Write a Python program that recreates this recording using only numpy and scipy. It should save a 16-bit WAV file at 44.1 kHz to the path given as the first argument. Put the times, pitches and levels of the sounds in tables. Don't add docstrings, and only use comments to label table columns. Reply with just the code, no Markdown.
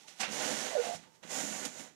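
import sys
import numpy as np
from scipy import signal
from scipy.fft import rfft, irfft
from scipy.io import wavfile
from scipy.ndimage import uniform_filter1d

SR = 44100
rng = np.random.default_rng(int(sys.argv[2]) if len(sys.argv) > 2 else 0)


def store_wav(level_fs):
    pcm = np.round(np.clip(np.atleast_2d(level_fs), -1, 1) * 32767)
    wavfile.write(sys.argv[1], SR, pcm.T.astype(np.int16))


N = 85995
TIME = np.arange(N) / SR

# f/Hz, width/Hz, level/dB
SASH_MODES = [(222.2, 17, 5.5), (267, 20, 0.5), (385.3, 26, -1.5), (505, 50, -0.5), (600, 52, -2),
              (762, 10, -7.5), (1462, 47, -5), (1896, 48, -4.5), (2028, 68, -6.5), (2834, 44, -4.5),
              (3870, 73, -5)]
# f/Hz, level/dB
CONTACT_SPECTRUM = [(40, -42), (120, -25), (220, -12), (450, -11.5), (750, -1.5), (1100, -5.5), (2000, -3),
                    (2900, -1.5), (4600, -4.5), (6000, -0.5), (7500, -5.5), (10000, -11.5), (13000, -20),
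                    (15700, -35)]


def amp(db):
    return 10 ** (np.asarray(db) / 20)


def unit(x):
    return x / np.sqrt(np.mean(x ** 2) + 1e-20)


def log_interp(points, hz):
    f, value = np.transpose(points)
    return np.interp(np.log(hz + 1), np.log(f + 1), value)


def envelope(rows, column=1):
    rows = np.array(rows)
    return amp(np.interp(TIME, rows[:, 0], rows[:, column], left=-140, right=-140))


def colour(x, spectrum, modes=(), tilt_db_oct=0):
    hz = np.fft.rfftfreq(2 * N, 1 / SR)
    octaves = np.log2(np.maximum(hz, 200) / 1000)
    gain = amp(log_interp(spectrum, hz) + tilt_db_oct * octaves)
    resonance = 1 + sum(amp(db) / (1 + 2j * (hz - f) / width) for f, width, db in modes)
    return unit(irfft(rfft(x, 2 * N) * gain * resonance)[:N])


def impacts(per_s, spread_db):
    size = amp(spread_db * np.minimum(rng.exponential(1, N), 4))
    return unit(size * rng.choice([-1, 1], N) * (rng.random(N) < per_s / SR))


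def wander(cutoff_hz):
    return unit(signal.sosfilt(signal.butter(2, cutoff_hz, fs=SR, output="sos"), rng.standard_normal(N)))


def background():
    # f/Hz, level/dB
    spectrum = [(25, -53), (90, -12), (150, 9), (280, 5), (450, 4.5), (800, -2.5), (1200, -3),
                (3000, -13.5), (7000, -8), (11000, -19.5), (15700, -25)]
    return amp(-65) * colour(rng.standard_normal(N), spectrum)


def handling():
    # t/s, level/dB
    rubbing = [(0, -53), (0.06, -60.5), (0.12, -54), (0.165, -59), (0.19, -48.5), (0.22, -40), (0.3, -86),
               (1.115, -74), (1.155, -60), (1.19, -80)]
    return envelope(rubbing) * colour(impacts(per_s=5000, spread_db=2.1), CONTACT_SPECTRUM, SASH_MODES)


def frame_rings(rise_s=0.01, jitter=0.044):
    # t/s, f/Hz, level/dB, t60/s
    rings = [(0.04, 880, -52, .15), (0.193, 776, -39, 0.2), (0.99, 885, -58, 0.74)]
    out = np.zeros(N)
    for start, hz, db, t60 in rings:
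        age = np.maximum(TIME - start, 0)
        phase = 2 * np.pi * np.cumsum(hz * (1 + jitter * wander(55))) / SR
        out += amp(db - 60 * age / t60) * np.minimum(age / rise_s, 1) * np.sin(phase)
    return out


def knocks():
    # t/s, level/dB, rise/s, t60/s, tilt/(dB/octave), cutoff/Hz
    hits = [(0.066, -45, 0.018, 0.17, 1.5, 10000), (0.190, -27.5, .018, 0.19, -0.5, 10900),
            (0.223, -29, 0.0099, 0.24, 1, 2920), (1.222, -45.5, 0.016, 0.055, -1, 6040),
            (1.399, -38, 0.0033, 0.05, 0, 8000), (1.650, -31, 0.0027, 0.064, 3, 15000),
            (1.792, -42.5, 0.0026, .06, -1, 8000)]
    out = np.zeros(N)
    for start, db, rise, t60, tilt, cutoff in hits:
        age = TIME - start
        shape = np.clip(age / rise, 0, 1) ** 2 * amp(-60 * np.maximum(age - rise, 0) / t60)
        contacts = signal.lfilter(*signal.butter(2, cutoff, fs=SR), impacts(per_s=14000, spread_db=0.74))
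        out += amp(db) * shape * colour(contacts, CONTACT_SPECTRUM, SASH_MODES, tilt)
    return out


def bristles(tilt_db_oct=0):
    # f/Hz, level/dB
    spectrum = [(100, -57), (1500, -34), (4000, -7), (5200, -4.5), (6200, -0.5), (6900, -0.5), (7800, -6.5),
                (9800, -11), (11000, -16.5), (13500, -23), (15700, -34)]
    return colour(impacts(per_s=20000, spread_db=2), spectrum, tilt_db_oct=tilt_db_oct)


def slide(sing_hz=7080, sing_width_hz=1050):
    # t/s, grating/dB, rumble/dB, seal/dB
    opening = [(0.28, -51, -50, -58), (0.308, -57.5, -48, -51.5), (0.326, -49, -53.5, -44.5),
               (0.414, -41.5, -44, -44), (0.45, -42.5, -47, -42), (0.49, -43, -41.5, -42.5),
               (0.574, -46, -51.5, -44), (0.672, -46.5, -54.5, -46), (0.782, -51, -61, -55),
               (0.854, -48, -57.5, -47.5), (0.894, -49, -54.5, -51), (0.932, -53.5, -64.5, -53.5),
               (0.958, -52.5, -65, -49.5), (0.994, -78, -67, -74), (1.038, -66, -67, -71),
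               (1.1, -81, -69, -96)]
    # t/s, grating/dB, rumble/dB, seal/dB
    closing = [(1.22, -81, -73, -89), (1.232, -62, -63, -64.5), (1.25, -60.5, -56, -63.5),
               (1.288, -59, -65, -57.5), (1.31, -49.5, -59, -44.5), (1.362, -47, -46, -42),
               (1.408, -46.5, -40.5, -41.5), (1.43, -49, -48, -45), (1.642, -50, -52, -48),
               (1.652, -47, -44.5, -44.5), (1.704, -62.5, -67.5, -58.5), (1.806, -55.5, -54.5, -51.5),
               (1.876, -63.5, -78, -62.5), (1.908, -72, -79, -75), (1.92, -77, -92, -85),
               (1.95, -95, -76, -106)]
    # f/Hz, level/dB
    grit_spectrum = [(25, -52), (150, -24), (350, -1.5), (550, 5.5), (740, 8), (1000, 3.5), (1250, 0),
                     (1500, 3.5), (2100, 2.5), (3500, 0), (5000, -8), (9000, -33), (16000, -54)]
    # f/Hz, level/dB
    bump_spectrum = [(25, -59), (60, -18.5), (110, -13), (150, -2.5), (205, 0), (300, 1), (400, -5),
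                     (700, -20), (2000, -38)]
    grating = colour(impacts(per_s=2500, spread_db=0), grit_spectrum, SASH_MODES)
    rumble = colour(impacts(per_s=500, spread_db=4.5), bump_spectrum, SASH_MODES)
    seal_opening = bristles()
    singing = unit(signal.lfilter(*signal.iirpeak(sing_hz, sing_hz / sing_width_hz, SR), bristles()))
    seal_closing = unit(bristles(tilt_db_oct=2.5) + amp(-2.5) * singing)
    return (amp(9) * grating * (envelope(opening, 1) + envelope(closing, 1))
            + amp(4) * rumble * (envelope(opening, 2) + envelope(closing, 2))
            + amp(7) * (seal_opening * envelope(opening, 3) + seal_closing * envelope(closing, 3)))


def thumps(rise_s=0.0042):
    # t/s, level/dB, t60/s
    jolts = [(0.309, -52.5, 0.086), (0.947, -48, 0.15), (1.667, -47.5, 0.087), (1.765, -52, 0.14)]
    # f/Hz, level/dB
    spectrum = [(25, -28), (60, -15), (110, -4), (150, 8.5), (230, -6.5), (400, -18), (800, -42),
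                (3000, -60)]
    shape = np.zeros(N)
    for start, db, t60 in jolts:
        age = np.maximum(TIME - start, 0)
        shape += amp(db - 60 * age / t60) * np.minimum(age / rise_s, 1)
    return shape * colour(rng.standard_normal(N), spectrum)


def squeak(jitter=0.023, smear_hz=118, flutter_db=1.5):
    # t/s, f/Hz, level/dB, roughness/(0-1)
    contour = [(0.702, 720, -55, 0.3), (0.737, 644.4, -39, .4), (0.75, 612.6, -46, 0.4),
               (0.753, 608.7, -31.5, 0.24), (0.769, 559.6, -27, 0.24), (0.779, 481, -34.5, 0.4),
               (0.782, 479, -28, 0.2), (0.794, 481.8, -26, .1), (0.812, 482.3, -33.5, 0),
               (0.832, 487, -50, 0.3), (0.846, 704, -43, 0.23), (0.877, 706, -41.5, .55),
               (0.916, 690, -41, 0.38), (0.939, 717, -39, 0), (0.948, 606, -52, 0.2),
               (0.965, 630, -88, 0.3)]
    times, hz, _, roughness = np.transpose(contour)
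    pitch_hz = np.interp(TIME, times, hz) * (1 + jitter * wander(157))
    phase = 2 * np.pi * np.cumsum(pitch_hz) / SR
    clean = unit(np.sin(phase) + amp(-26) * np.sin(3 * phase))
    hoarse = unit(wander(smear_hz) * np.sin(phase) + wander(smear_hz) * np.cos(phase))
    rough = np.interp(TIME, times, roughness)
    tone = ((1 - rough) * clean + rough * hoarse) / np.hypot(1 - rough, rough)
    fluttering = unit(tone * amp(flutter_db * wander(130)))
    highpass = signal.butter(6, 410, "high", fs=SR, output="sos")
    return signal.sosfiltfilt(highpass, amp(5.5) * envelope(contour, 2) * fluttering)


def left_hiss(right, floor_db=-75, swell_db=-66.5, knee_db=-36.5):
    # f/Hz, level/dB
    spectrum = [(25, -32), (60, -6.5), (125, 12.5), (250, 10), (600, 6.5), (1200, 2.5), (3000, -0.5),
                (8000, -2), (14000, -3.5), (15700, -14)]
    right_rms = np.sqrt(abs(uniform_filter1d(right ** 2, size=900)))
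    swell = amp(swell_db) * np.tanh(right_rms / amp(knee_db))
    return np.hypot(swell, amp(floor_db)) * colour(rng.standard_normal(N), spectrum)


def room(x, tail_db, echoes=10, echo_span_s=0.018, echo_re_tail_db=-14.5):
    # f/Hz, t60/s
    decay = [(150, 0.6), (600, 0.25), (2500, 0.47), (7000, 0.35), (15000, 0.16)]
    hz, t, noise = signal.stft(rng.standard_normal(SR // 2), SR, nperseg=256)
    tail = signal.istft(noise * amp(-60 * t / log_interp(decay, hz)[:, None]), SR, nperseg=256)[1]
    tail *= np.minimum(np.arange(len(tail)) / SR / 0.0033, 1)
    response = amp(tail_db) * tail / np.linalg.norm(tail)
    delays = (rng.uniform(0.14, 1, echoes) * echo_span_s * SR).astype(int)
    response[delays] += amp(tail_db + echo_re_tail_db) * rng.choice([-1, 1], echoes) / np.sqrt(echoes)
    response[0] += 1
    return signal.fftconvolve(x, response / np.linalg.norm(response))[:N]


def scene():
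    right = room(slide() + handling() + thumps() + frame_rings(), tail_db=-9.5)
    right += room(knocks(), tail_db=-14)
    right += room(squeak(), tail_db=-14.5)
    right += background()
    return np.array([left_hiss(right), right])


def record(dry, cutoff_hz=15700):
    lowpass = signal.firwin(511, cutoff_hz, window=("kaiser", 9), fs=SR)
    return signal.oaconvolve(dry, lowpass[None], "same")


dry = scene()
out = record(dry)
store_wav(out)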